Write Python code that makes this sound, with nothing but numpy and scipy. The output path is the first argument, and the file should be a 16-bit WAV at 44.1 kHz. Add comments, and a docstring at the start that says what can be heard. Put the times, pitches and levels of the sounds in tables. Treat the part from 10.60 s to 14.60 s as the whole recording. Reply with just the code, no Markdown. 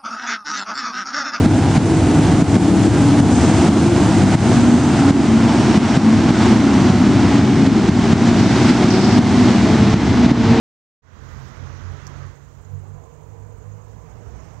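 """Night traffic by a rocky shore

A car's tyres rush past and drop away, a distant engine's exhaust drones as it slowly gains speed,
and more traffic draws near with a howl of tread. Two katydids pulse over an insect chorus;
something swishes and ticks close by. The recorder fades in, with preamplifier hiss and a thin whine.
Only its right channel is properly live."""
import sys
import numpy as np
from scipy import signal
from scipy.fft import rfft, irfft, next_fast_len
from scipy.io import wavfile
from scipy.ndimage import uniform_filter1d, map_coordinates

SR = 44100
rng = np.random.default_rng(int(sys.argv[2]) if len(sys.argv) > 2 else 0)


def to_wav(sig):
    """Store sig (one row per channel, or 1-D mono) as 16-bit WAV at the path in sys.argv[1].

    Samples outside -1..1 are clipped; the rate is SR.
    """
    pcm = np.clip(np.atleast_2d(sig), -1, 1) * 32767
    pcm = np.round(pcm).astype(np.int16)
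    wavfile.write(sys.argv[1], SR, pcm.T)  # frames by channels


N = 176400
T = np.arange(N) / SR


def amp(db):
    """Decibels to gain."""
    return 10 ** (np.asarray(db) / 20)


def unit_rms(x):
    """Scale to rms 1."""
    return x / np.sqrt(np.mean(x ** 2) + 1e-20)


def curves(rows):
    """Per-sample curve for each column after time_s."""
    time_s, *columns = np.transpose(rows)
    return [np.interp(T, time_s, column) for column in columns]


def wobble(rate_hz):
    """Smooth random curve, rate_hz knots a second."""
    return map_coordinates(rng.standard_normal(int(N * rate_hz / SR) + 4), [T * rate_hz])


def bell(offset_s, sigma_s):
    """Gaussian swell, peak 1."""
    return np.exp(-.5 * (offset_s / sigma_s) ** 2)


def filtered(x, response):
    """Zero-phase filter with gain response(hz)."""
    size = next_fast_len(N + SR // 2)
    return irfft(rfft(x, size) * response(np.fft.rfftfreq(size, 1 / SR)), size)[..., :N]


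def rush(spectrum, patchy_db=0):
    """Coloured noise, rms 1, with random gain patches in time and frequency."""
    bins = signal.stft(rng.standard_normal(N), nperseg=512)[2]
    patches = uniform_filter1d(rng.standard_normal(bins.shape), size=5, axis=0)
    patches = unit_rms(uniform_filter1d(patches, size=12, axis=1))
    noise = signal.istft(bins * amp(patchy_db * patches), nperseg=512)[1][:N]
    knots_hz, gain_db = np.transpose(spectrum)
    knots_hz = np.r_[knots_hz[0] / 2, knots_hz, knots_hz[-1] * 2]
    gain_db = np.r_[gain_db[0] - 60, gain_db, gain_db[-1] - 60]  # steep skirts
    return unit_rms(filtered(noise, lambda hz: amp(np.interp(np.log(hz + 1), np.log(knots_hz), gain_db))))


def band_noise(centre_hz, width_hz):
    """Noise around one resonance, rms 1."""
    noise = rng.standard_normal(N)
    return unit_rms(filtered(noise, lambda hz: 1 / (1 + ((hz - centre_hz) / width_hz * 2) ** 2)))


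# Near tyre envelope: time_s, level_db
NEAR_CAR_LEVEL = [(.45, -48.5), (.75, -47.5), (1.1, -46), (1.55, -46), (1.66, -47.5), (1.8, -58),
                  (2.1, -61.5), (2.8, -76), (4, -80)]
# Near tyre spectrum: freq_hz, gain_db
NEAR_CAR_SPECTRUM = [(94, -52), (160, -4), (267, -7), (370, -9.5), (454, -12), (586, -13.5), (684, -12),
                     (758, -15.5), (1160, -10), (2010, -17.5), (2300, -22.5), (4560, -29.5), (6520, -26),
                     (9500, -85.5), (12400, -82), (20900, -120)]

def near_car():
    """Tyres rush past and drop away."""
    level_db = curves(NEAR_CAR_LEVEL)[0] + 0.25 * wobble(9.36)
    return amp(level_db) * rush(NEAR_CAR_SPECTRUM, patchy_db=0.9)


# Engine speed: time_s, firing_hz
FIRING_RATE = [(.45, 43.8), (1.2, 44.9), (1.7, 46.1), (2.1, 47.9), (2.35, 49.3), (3.0, 51), (3.4, 53),
               (4, 54)]
# Exhaust swells: time_s, order2_db, order3_db
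EXHAUST_SWELLS = [(0.55, -42, -50), (0.86, -42.5, -41.5), (0.94, -46, -55.5), (1.01, -36.5, -40.5),
                  (1.2, -42.5, -44.5), (1.25, -33, -50), (1.3, -33.5, -43), (1.41, -47, -45),
                  (1.67, -37, -38.5), (1.71, -43, -54), (1.76, -54.5, -49), (2.1, -42, -52.5),
                  (2.14, -34, -39.5), (2.27, -41, -52), (2.35, -39, -38.5), (2.44, -51, -65),
                  (2.54, -57, -50.5), (2.84, -40.5, -55.5), (3.01, -47.5, -51.5), (3.07, -39, -45.5),
                  (3.31, -45.5, -59.5), (3.36, -38, -58), (3.47, -53.5, -50), (3.6, -41, -59),
                  (3.84, -53, -53.5), (4.0, -46, -55)]
# Weak exhaust orders: firing_multiple, re_order2_db
EXHAUST_WEAK_ORDERS = [(1, -20), (4, -23)]

def distant_engine(trim_db=-0.35, flutter_db=1.5, wander_rad=0.21):
    """Low exhaust orders swell and fade on their way across the shore."""
    firing_phase = 2 * np.pi * np.cumsum(curves(FIRING_RATE)[0]) / SR
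    order2_db, order3_db = curves(EXHAUST_SWELLS)
    orders = [(2, order2_db), (3, order3_db)] + [(k, order2_db + db) for k, db in EXHAUST_WEAK_ORDERS]
    drone = np.zeros(N)
    for order, level_db in orders:
        gain = amp(level_db + trim_db + flutter_db * wobble(18))
        phase = order * firing_phase + rng.uniform(0, 2 * np.pi) + wander_rad * wobble(11)
        drone += gain * np.sqrt(2) * np.sin(phase)
    return drone


# Rumble envelope: time_s, level_db
RUMBLE_LEVEL = [(.5, -43.5), (1.3, -44), (1.7, -46.5), (1.8, -49), (2.1, -47), (2.35, -46.5), (2.6, -52.5),
                (2.8, -44.5), (3.1, -47), (3.7, -42.5), (4, -42.5)]
# Rumble spectrum: freq_hz, gain_db
RUMBLE_SPECTRUM = [(25, -41), (33, -31), (47, -5), (62, 4.5), (80, -3), (120, -4.5), (170, -13),
                   (300, -28.5)]

def road_rumble():
    """Low, uneven noise from the road."""
    return amp(curves(RUMBLE_LEVEL)[0]) * rush(RUMBLE_SPECTRUM)


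# Far traffic envelope: time_s, level_db
FAR_LEVEL = [(.5, -59.5), (1.85, -57.5), (2.2, -52.5), (2.9, -53.5), (3.4, -52), (3.7, -49.5), (4, -51)]
# Far traffic spectrum: freq_hz, gain_db
FAR_SPECTRUM = [(94, -8), (160, -5.5), (180, -13.5), (226, -12), (348, -12.5), (471, -10.5), (568, -12.5),
                (996, -16), (1240, -20), (1490, -23.5), (2690, -34), (5000, -50), (6500, -62),
                (11000, -120)]

def far_traffic():
    """A dull rush builds farther along the road."""
    level_db = curves(FAR_LEVEL)[0] + 0.36 * wobble(7.05)
    return amp(level_db) * rush(FAR_SPECTRUM, patchy_db=1.45)


# Approaching tyre envelope: time_s, level_db
NEXT_CAR_LEVEL = [(2.9, -73), (3.3, -63.5), (3.6, -59.5), (3.85, -54.5), (4, -58)]
# Approaching tyre spectrum: freq_hz, gain_db
NEXT_CAR_SPECTRUM = [(170, -8), (300, 1.5), (500, -2.5), (650, -0.5), (950, -1.5), (1300, -10),
                     (2000, -10.5), (3000, -17.5), (4200, -24), (5500, -14.5), (6600, -13), (7500, -28),
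                     (9000, -34)]

def next_car():
    """Tyre rush grows as the next car approaches."""
    return amp(curves(NEXT_CAR_LEVEL)[0]) * rush(NEXT_CAR_SPECTRUM, patchy_db=1.2)


# Tread howl envelope: time_s, level_db
HOWL_LEVEL = [(.5, -60), (1.9, -66), (2.4, -55), (3.2, -56), (3.7, -56.5), (4, -75)]

def tread_howl(pitch_hz=461, width_hz=41, waver_hz=24.04, overtone_hz=976, overtone_db=-9):
    """Tread blocks on the far road give a rough, wavering note with a weak overtone."""
    freq_shift = np.exp(2j * np.pi * np.cumsum(waver_hz * wobble(12)) / SR)
    note = (signal.hilbert(band_noise(pitch_hz, width_hz)) * freq_shift).real
    overtone = (signal.hilbert(band_noise(overtone_hz, 2 * width_hz)) * freq_shift ** 2).real
    return amp(curves(HOWL_LEVEL)[0]) * (note + amp(overtone_db) * overtone)


# Tick cluster: start_s, gain_db
TICK_HITS = [(1.4683, -29.5), (1.4737, -33), (1.4764, -35)]
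# Tick spectrum: freq_hz, gain_db
TICK_SPECTRUM = [(2500, -26), (4000, -15), (4800, 2), (6500, 10), (8200, -10.5), (10000, -21), (14000, -16),
                 (16000, -18)]

def ticks(trim_db=-0.5, rise_s=.0006, decay_s=.0011):
    """A quick cluster of dry ticks near the microphone."""
    envelope = np.zeros(N)
    for start_s, gain_db in TICK_HITS:
        age_s = np.maximum(T - start_s, 0)
        envelope += amp(gain_db + trim_db) * (1 - np.exp(-age_s / rise_s)) * np.exp(-age_s / decay_s)
    return envelope * rush(TICK_SPECTRUM)


# Katydid calls: pulse_centre_s, period_s, sigma_s, pitch_hz, width_hz, level_db
KATYDID_CALLS = [(.495, .09735, 0.0046, 6710, 520, -64.5), (0.537, .0873, 0.0095, 8070, 750, -74.5)]

def katydids(scatter_db=1.5):
    """Each katydid rasps at its own steady beat."""
    calls = np.zeros(N)
    for centre_s, period_s, sigma_s, pitch_hz, width_hz, level_db in KATYDID_CALLS:
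        offset_s = (T - centre_s + period_s / 2) % period_s - period_s / 2
        pulses = amp(level_db + scatter_db * wobble(19)) * bell(offset_s, sigma_s)
        calls += pulses * band_noise(pitch_hz, width_hz)
    return calls


# Chorus spectrum: freq_hz, gain_db
CHORUS_SPECTRUM = [(4000, -13), (5500, -10), (6200, -2), (6650, 2.5), (7200, 0), (8000, -9), (9000, -18.5)]

def insect_chorus(level_db=-68.5):
    """Many distant insects blur into one high band."""
    return amp(level_db + 0.55 * wobble(40)) * rush(CHORUS_SPECTRUM, patchy_db=0.1)


# Swish spectrum: freq_hz, gain_db
SWISH_SPECTRUM = [(4000, 3), (5500, 10), (9000, -12.5), (12000, -7), (15000, -4)]

def swish(centre_s=0.78, sigma_s=0.13, level_db=-66.5):
    """One soft, high swish near the microphone."""
    return amp(level_db) * bell(T - centre_s, sigma_s) * rush(SWISH_SPECTRUM)


# Electrical whine: pitch_hz, level_db
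WHINE_TONES = [(13000, -99), (15000, -97)]
# Whine surges: centre_s, added_re_steady_db
SURGES = [(.85, 20), (2.13, 24), (3.41, 14)]
# Preamplifier spectrum: freq_hz, gain_db
HISS_SPECTRUM = [(1000, 10.5), (9500, -8.5), (12000, -3.5), (14300, -2.5), (15000, -1), (15800, 0)]

def electronics(hiss_db=-72, surge_sigma_s=0.014):
    """Preamplifier hiss and a thin whine that surges now and then."""
    surge = 1 + sum(amp(db) * bell(T - centre_s, surge_sigma_s) for centre_s, db in SURGES)
    whine = sum(amp(db) * np.sin(2 * np.pi * hz * T + .6 * wobble(40)) for hz, db in WHINE_TONES)
    return amp(hiss_db) * rush(HISS_SPECTRUM) + surge * whine


# Dead channel spectrum: freq_hz, gain_db
DEAD_SPECTRUM = [(20, 8), (110, -5.5), (400, -8), (1000, -12), (2200, -14.5), (5000, -24), (9000, -28.5),
                 (15000, -28)]

def dead_channel(floor_db=-70, leak_db=-22.5):
    """Noise floor plus a faint leak that follows the near car's level."""
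    leak = amp(curves(NEAR_CAR_LEVEL)[0] + leak_db)
    return np.hypot(amp(floor_db), leak) * rush(DEAD_SPECTRUM)


def scene(live_gain=2):
    """Left is nearly dead; right carries the shore, with source levels raised by live_gain."""
    traffic = distant_engine() + road_rumble() + near_car() + next_car() + far_traffic() + tread_howl()
    live = traffic + insect_chorus() + katydids() + ticks() + swish() + electronics()
    return np.array([dead_channel(), live_gain * live])


def record(dry, fade_start_s=0.42, fade_s=0.28, cutoff_hz=15800):
    """The recorder fades in from silence and keeps nothing above its band limit."""
    fade = np.clip((T - fade_start_s) / fade_s, 0, 1) ** 0.76
    return filtered(dry * fade, lambda hz: hz < cutoff_hz)


dry = scene()
out = record(dry)
to_wav(out)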